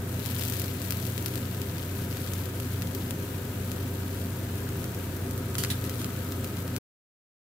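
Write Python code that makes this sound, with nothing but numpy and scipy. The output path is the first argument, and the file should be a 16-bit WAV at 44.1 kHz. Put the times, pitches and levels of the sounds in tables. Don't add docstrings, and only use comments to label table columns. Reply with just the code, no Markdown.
import sys
import numpy as np
from scipy import signal
from scipy.fft import rfft, irfft, next_fast_len
from scipy.io import wavfile
from scipy.ndimage import map_coordinates

SR = 44100
rng = np.random.default_rng(int(sys.argv[2]) if len(sys.argv) > 2 else 0)


def materialize(psi):
    bounded = np.clip(np.atleast_2d(psi).T, -1, 1)
    quanta = np.round(bounded * 32767).astype(np.int16)
    wavfile.write(sys.argv[1], SR, quanta)


N = 330740
SPIT_S, END_S = 5.5, 6.786
TOP_HZ = 15620

# frequency_hz, relative_db
FAN_COLOUR = [(25, -17.5), (40, -11.5), (60, -6), (80, -1.5), (110, 4), (140, 0), (165, 1.5), (215, -2),
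              (290, -1.5), (450, -12), (600, -14.5), (820, -20.5), (1300, -19.5), (1750, -21),
              (2400, -25.5), (6000, -31)]
# centre_hz, width_hz, left_lift_db, right_lift_db
FAN_RESONANCES = [(251, 27, 4.5, 3), (394.6, 39, 9.5, 5), (512, 55, 11, 2), (692, 50, 0.5, 10.5),
                  (746, 57, 7, -19), (951, 79, 4, 6.5), (1260, 42, 0, 9), (1560, 280, 6.5, 0)]
# frequency_hz, likeness (0-1)
FAN_LIKENESS = [(60, 0.98), (130, 0.99), (290, 0.95), (640, 0.89), (1400, 0.34), (3000, 0.08)]
# pitch_hz, level_db, waver_db
HUM_TONES = [(92.53, -37, 1), (119.1, -40, 1.5), (186.5, -51, 1), (250, -52, 3), (399, -58, 3)]
# frequency_hz, t60_s
ROOM_DECAY = [(300, 0.33), (3000, 0.2), (14000, 0.11)]
# peak_s, rise_s, fall_s, lift_db
FRYING_SURGES = [(.46, 0.18, 0.22, 4), (.95, 0.16, 0.24, 1.1), (1.3, 0.19, 0.092, 0.75),
                 (2.301, 0.39, 0.25, 1), (5.9, 0.41, 0.91, 2)]
# frequency_hz, relative_db
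FIZZ_LEFT = [(300, -34), (900, -11.5), (1650, -1), (2300, 1.5), (3300, -0.5), (5200, -10), (8000, -2),
             (10000, -10), (11500, 0.5), (12800, 2), (14000, 0.5), (15300, 4)]
FIZZ_RIGHT = [(300, -35.5), (900, -2.5), (1500, -15.5), (2200, -15), (3300, -30), (6000, -5), (7500, -6.5),
              (8800, -19.5), (11000, -22), (15300, -7.5)]
CRACKLE_COLOUR = [(500, -36.5), (1500, -12), (2600, 2), (4200, 5), (6000, -4.5), (8000, -4.5),
                  (10300, -0.5), (11500, 6.5), (12700, 4.5), (15300, 1)]
# start_s, level_db, t60_s, vent_hz, whistle (0-1), rim_jolt (0-1)
STEAM_JETS = [(5.5828, -24.5, 0.05, 1520, 0, 1), (5.592, -32.5, 0.3, 1520, 0, 0),
              (5.7015, -27.3, 0.135, 1860, 0.45, 0.4), (5.992, -39, 0.23, 1710, 0, 0)]
# frequency_hz, relative_db
STEAM_COLOUR = [(500, -24.5), (1500, -5), (3600, 1), (5500, -4.5), (9000, -1.5), (12000, -1), (15500, -2.5)]
# pitch_hz, level_db
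RIM_PARTIALS = [(3050, -44), (4570, -45), (5650, -41), (6840, -38), (9030, -40), (10520, -36), (12900, -40)]
# pitch_hz, relative_db, t60_s
PAN_PARTIALS = [(1464, -3, 0.015), (1900, -4.5, 0.01), (2540, 2.5, 0.0094)]
# start_s, relative_db, left_over_right_db, body_over_snap_db
LOUD_DROPLETS = [(0.1947, -34, 15, -8), (0.2535, -33, 13, -8), (0.2606, -26.5, 17, -10),
                 (0.269, -34, 13, -8), (0.312, -34, 16, -5), (0.3203, -33, 16, -6), (0.3478, -33, 16, -6),
                 (0.386, -32, 16, -10), (0.3954, -28, 16, -10), (0.4102, -30, 15, -7),
                 (0.4237, -31, 16, -5), (0.4366, -28.5, 15, -8), (0.451, -28.5, 18, -10),
                 (0.4602, -31, 16, -8), (0.4785, -30.5, 16, -10), (0.4845, -28.5, 17, -10),
                 (0.4987, -27, 17, -10), (0.5232, -28, 14, -9), (0.5362, -31.5, 16, -10),
                 (0.5405, -32, 16, -10), (0.5678, -31, 16, -6), (0.5979, -26.5, 17, -10),
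                 (0.6184, -28, 18, -10), (0.6436, -33, 17, -7), (0.6591, -34, 16, -8),
                 (0.6811, -34.5, 14, -6), (0.8181, -30.5, 17, -6), (0.8502, -32.5, 19, -8),
                 (0.9071, -22.3, 15, -10), (0.9229, -26.5, 18, -8), (0.9704, -33.5, 16, -8),
                 (1.0268, -33.5, 16, -8), (1.0527, -33.5, 15, -8), (1.0662, -33, 16, -8),
                 (1.179, -28, 17, -6), (1.2253, -34.5, 14, -8), (1.2605, -23.2, 16, -7),
                 (1.2822, -31, 17, -8), (1.3391, -34.5, 17, -6), (1.3565, -28, 17, -10),
                 (1.377, -33, 16, -6), (1.6173, -29.5, 12, -8), (1.7825, -35, 14, -8),
                 (2.1108, -36, 14, -1), (2.1273, -36.5, 16, -1), (2.1705, -33.5, 4, -4),
                 (2.2635, -36.5, 16, -8), (2.2749, -34, 16, -3), (2.3356, -28, 4, -11),
                 (2.4565, -34, 17, -6), (2.6005, -31.5, 2, -4), (2.821, -30, 17, -4),
                 (2.8726, -34.5, 14, -3), (2.9492, -29.5, 16, -6), (3.1085, -28, 10, -8),
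                 (3.717, -30, 13, -6), (4.6899, -38.5, -1, -1), (4.8424, -34.5, -3, 0),
                 (4.9474, -36, -2, -3), (5.1655, -36, 14, -11), (5.3103, -33, 12, -16),
                 (5.3784, -35.5, -1, -8), (5.5533, -27.3, 1, 2), (5.5826, -26, -4, -5),
                 (5.6371, -21.5, 3, 1), (5.6484, -24.3, 0, -2), (5.7139, -32, 0, -5), (5.8413, -34, 4, -4),
                 (5.8518, -36, 1, -3), (5.8955, -31, 3, -2), (6.0168, -35, 2, 0), (6.0447, -28, 0, -2),
                 (6.3216, -33, 3, -2), (6.4448, -32, 3, -3), (6.57, -36, 2, -1), (6.6789, -36.5, 2, -3),
                 (6.7642, -28, 2, -1)]
# frequency_hz, relative_db
BODY_COLOUR = [(400, -30), (900, -15), (1400, -1), (2400, -0.5), (4000, -0.5), (6500, -6), (15000, -33)]
SNAP_COLOUR = [(1600, -28), (3000, -6.5), (4500, -1.5), (7000, -1), (9800, -1.5), (12500, 5), (15500, 1.5)]
# frequency_hz, relative_db
OFF_AXIS_COLOUR = [(1800, -5), (4000, -1), (6800, 6.5), (10000, 7.5), (13000, 3)]


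def amp(db):
    return 10 ** (np.asarray(db) / 20)


def unit(x):
    return x / np.sqrt(np.mean(x ** 2) + 1e-20)


def along(points, hz):
    f, v = np.transpose(points)
    return np.interp(np.log(hz + 1), np.log(f + 1), v)


def wobble(rate):
    knots = rng.standard_normal(int(N * rate / SR) + 4)
    return map_coordinates(knots, [np.arange(N) * rate / SR])


def filtered(x, response):
    size = next_fast_len(N + SR // 2)
    return irfft(rfft(x, size) * response(np.fft.rfftfreq(size, 1 / SR)), size)[..., :N]


def coloured(x, spectrum, size=1024):
    gain = unit(amp(along(spectrum, np.fft.rfftfreq(size, 1 / SR))))
    cepstrum = irfft(np.log(gain))
    cepstrum[1:size // 2] *= 2
    cepstrum[size // 2 + 1:] = 0
    impulse = irfft(np.exp(rfft(cepstrum)))
    return signal.fftconvolve(x, impulse[None], axes=1)[:, :N]


def panned(pan_db):
    return unit(amp([[pan_db / 2], [-pan_db / 2]]))


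def add(track, start_s, sound):
    part = track[:, round(start_s * SR):][:, :sound.shape[1]]
    part += sound[:, :part.shape[1]]


def hum(drift_rad=0.12):
    t = np.arange(N) / SR
    return sum(np.sqrt(2) * amp(db + waver_db * wobble(5))
               * np.sin(2 * np.pi * hz * t + drift_rad * wobble(3)) for hz, db, waver_db in HUM_TONES)


def fan(low_db=-36, upper_db=-46, split_hz=800, waver_db=0.3):
    def mid_and_side(hz):
        angle = np.arccos(np.clip(along(FAN_LIKENESS, hz), -1, 1)) / 2
        return np.array([np.cos(angle), np.sin(angle)])

    def housing(hz):
        lift_db = sum(np.outer([left, right], np.exp(-2 * ((hz - centre) / width) ** 2))
                      for centre, width, left, right in FAN_RESONANCES)
        return amp(along(FAN_COLOUR, hz) + lift_db)

    mid, side = filtered(rng.standard_normal((2, N)), mid_and_side)
    air = filtered(np.array([mid + side, mid - side]), housing)
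    low = filtered(air, lambda hz: 1 / (1 + (hz / split_hz) ** 8))
    return (amp(low_db) * unit(low) + amp(upper_db) * unit(air - low)) * amp(waver_db * wobble(1.6))


def fan_note(centre_hz=1278, q=16, faint_db=-64, full_db=-53.5, draw_back_s=4.8, rise_s=0.8):
    common, left, right = signal.lfilter(*signal.iirpeak(centre_hz, q, SR), rng.standard_normal((3, N)))
    growth = np.clip((np.arange(N) / SR - draw_back_s) / rise_s, 0, 1)
    return unit(common + np.array([left, right])) * amp(faint_db + (full_db - faint_db) * growth)


def kitchen_echo(x, wall_s, wall_db, tail_db):
    hz, frame_s, noise = signal.stft(rng.standard_normal((2, SR // 4)), SR, nperseg=256)
    decay = amp(-60 * frame_s / along(ROOM_DECAY, hz)[:, None])
    tail = signal.istft(noise * decay, SR, nperseg=256)[1]
    t = np.arange(tail.shape[1]) / SR
    tail *= t > wall_s
    near = rng.standard_normal(tail.shape) * (t / wall_s) ** 2 * np.exp(-2 * t / wall_s)
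    echo = amp(wall_db) * near / np.linalg.norm(near[0]) + amp(tail_db) * tail / np.linalg.norm(tail[0])
    return signal.fftconvolve(x.mean(0)[None], echo, axes=1)[:, :N]


def bubbles(per_s, spread_db, life_s, size=64):
    start, pitch, strength, life = rng.random((int(per_s * N / SR), 4)).T[:, :, None]
    t = np.arange(size) / SR
    level_db = -spread_db * np.log(.01 + strength)
    decay = np.exp(-t / (life_s * (.5 + life)))
    rings = amp(level_db) * np.sin(2 * np.pi * pitch * TOP_HZ * t) * decay
    where = (start * N).astype(int) + np.arange(size)
    return unit(np.bincount(where.ravel(), rings.ravel(), N + size)[:N])


def spatter(level_db=-55, pan_db=5):
    ticks = amp(level_db) * bubbles(per_s=240, spread_db=2.5, life_s=.00008)
    return coloured(panned(pan_db) * np.array([ticks, np.roll(ticks, 4)]), STEAM_COLOUR)


def rim(t, t60_s=.15):
    partials = sum(amp(db) * np.sin(2 * np.pi * hz * t + rng.standard_normal((2, 1)))
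                   for hz, db in RIM_PARTIALS)
    return partials * amp(-60 * t / t60_s)


def steam_jets(rise_s=0.00014, pan_db=-2.5, vent_q=7, vent_echo=.45, sputter_db=.9):
    hiss, tones = np.zeros((2, 2, N))
    t = np.arange(SR // 4) / SR
    hz = np.fft.rfftfreq(len(t), 1 / SR)
    for start_s, db, t60_s, vent_hz, strength, jolt in STEAM_JETS:
        envelope = amp(db - 60 * t / t60_s) * (1 - np.exp(-t / rise_s))
        steam, flow = rng.standard_normal((2, 2, len(t)))
        pipe = 1 / (1 - vent_echo * np.exp(-2j * np.pi * hz / vent_hz))
        whistle = unit(signal.lfilter(*signal.iirpeak(2 * vent_hz, vent_q, SR), flow))
        add(hiss, start_s, envelope * unit(irfft(rfft(steam) * pipe, len(t))))
        add(tones, start_s, envelope * strength * whistle + jolt * rim(t))
    return (coloured(hiss, STEAM_COLOUR) + tones) * amp(sputter_db * wobble(560)) * panned(pan_db)


def sizzle_lift_db(quiet_start_db=8.5, onset_s=0.091, ebb_db_per_s=0.66):
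    t = np.arange(N) / SR
    surges_db = sum(db * np.exp(-((t - peak_s) / np.where(t < peak_s, rise_s, fall_s)) ** 2)
                    for peak_s, rise_s, fall_s, db in FRYING_SURGES)
    return surges_db - quiet_start_db * np.exp(-t / onset_s) - ebb_db_per_s * t


def late_droplets(count=14, least_db=-43, most_db=-38, scatter_db=4, thinnest_db=-8):
    lowest = [SPIT_S, least_db, -scatter_db, thinnest_db]
    highest = [END_S, most_db, scatter_db, 0]
    return rng.uniform(lowest, highest, (count, 4))


def near_droplets(count=360, base_db=-41.5, spread_db=0.7, liveliness=0.85, crowding=1.7):
    pan_db, body_db = 16, -14
    turn, strength = rng.random((count, 2)).T
    lift_db = sizzle_lift_db()
    bursts_so_far = np.cumsum(amp(crowding * lift_db))
    where = np.searchsorted(bursts_so_far, turn * bursts_so_far[-1])
    size_db = -spread_db * np.log(.12 + strength)
    level_db = base_db + size_db + liveliness * lift_db[where]
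    return [(start_s, db, pan_db, body_db) for start_s, db in zip(where / SR, level_db)]


def film_snap(body_db, decay_s=.0007, alike=.7, size=256):
    hz = np.fft.rfftfreq(128, 1 / SR)
    bright = unit(amp(along(SNAP_COLOUR, hz)))
    body = amp(body_db) * unit(amp(along(BODY_COLOUR, hz)))
    colour = np.column_stack([hz, 20 * np.log10(np.hypot(bright, body))])
    envelope = np.exp(-np.arange(size) / SR / decay_s)
    common, left, right = rng.standard_normal((3, size))
    splash = (common + np.array([left, right]) * (1 - alike) / alike) * envelope
    even_splash = irfft(np.exp(1j * np.angle(rfft(splash))))
    burst = coloured(even_splash * envelope ** .25, colour)
    return burst / np.linalg.norm(burst, axis=1, keepdims=True)


def pops(droplets, gain_db=20, ring_db=-10, lag_s_per_db=.000018, midway_db=3):
    left, right = np.zeros((2, 1, N))
    t = np.arange(SR // 20) / SR
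    ring = sum(amp(db - 60 * t / t60_s) * np.sin(2 * np.pi * hz * t) for hz, db, t60_s in PAN_PARTIALS)
    ring = amp(ring_db) * ring / np.linalg.norm(ring)
    for start_s, db, pan_db, body_db in droplets:
        gain = panned(pan_db) * amp(db + gain_db)
        lag_s = lag_s_per_db * (pan_db - midway_db)
        for sound in (gain * film_snap(body_db), gain * amp(body_db) * ring):
            add(left, start_s, sound[:1])
            add(right, start_s + lag_s, sound[1:])
    return np.vstack([left, coloured(right, OFF_AXIS_COLOUR)])


def sizzle(base_db=-42.5, fizz_db=2, crackle_db=-0.55, liveliness=0.96, far_side_db=-13):
    lift_db = sizzle_lift_db() + 0.53 * wobble(14)
    fizz = np.array([bubbles(per_s=14000, spread_db=3, life_s=.00016) for _ in range(2)])
    fizz = filtered(fizz, lambda hz: unit(amp([along(FIZZ_LEFT, hz), along(FIZZ_RIGHT, hz)])))
    crackle = bubbles(per_s=3300, spread_db=6, life_s=.00006)
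    far_crackle = amp(far_side_db) * np.roll(crackle, 9)
    crackle = coloured(np.array([crackle, far_crackle]), CRACKLE_COLOUR)
    crackle *= amp(crackle_db + liveliness * lift_db)
    return amp(base_db + lift_db) * (amp(fizz_db) * fizz + crackle)


def scene():
    spits = pops([*LOUD_DROPLETS, *near_droplets(), *late_droplets()]) + steam_jets() + spatter()
    frying = sizzle() + spits
    echo = kitchen_echo(spits, wall_s=0.0028, wall_db=-4.5, tail_db=-9.5)
    return frying + echo + fan() + fan_note() + hum()


def record(dry):
    fade = np.clip((END_S - np.arange(N) / SR) / .006, 0, 1)
    return filtered(dry * fade, lambda hz: 1 / np.hypot(1, (hz / TOP_HZ) ** 130))


dry = scene()
out = record(dry)
materialize(out)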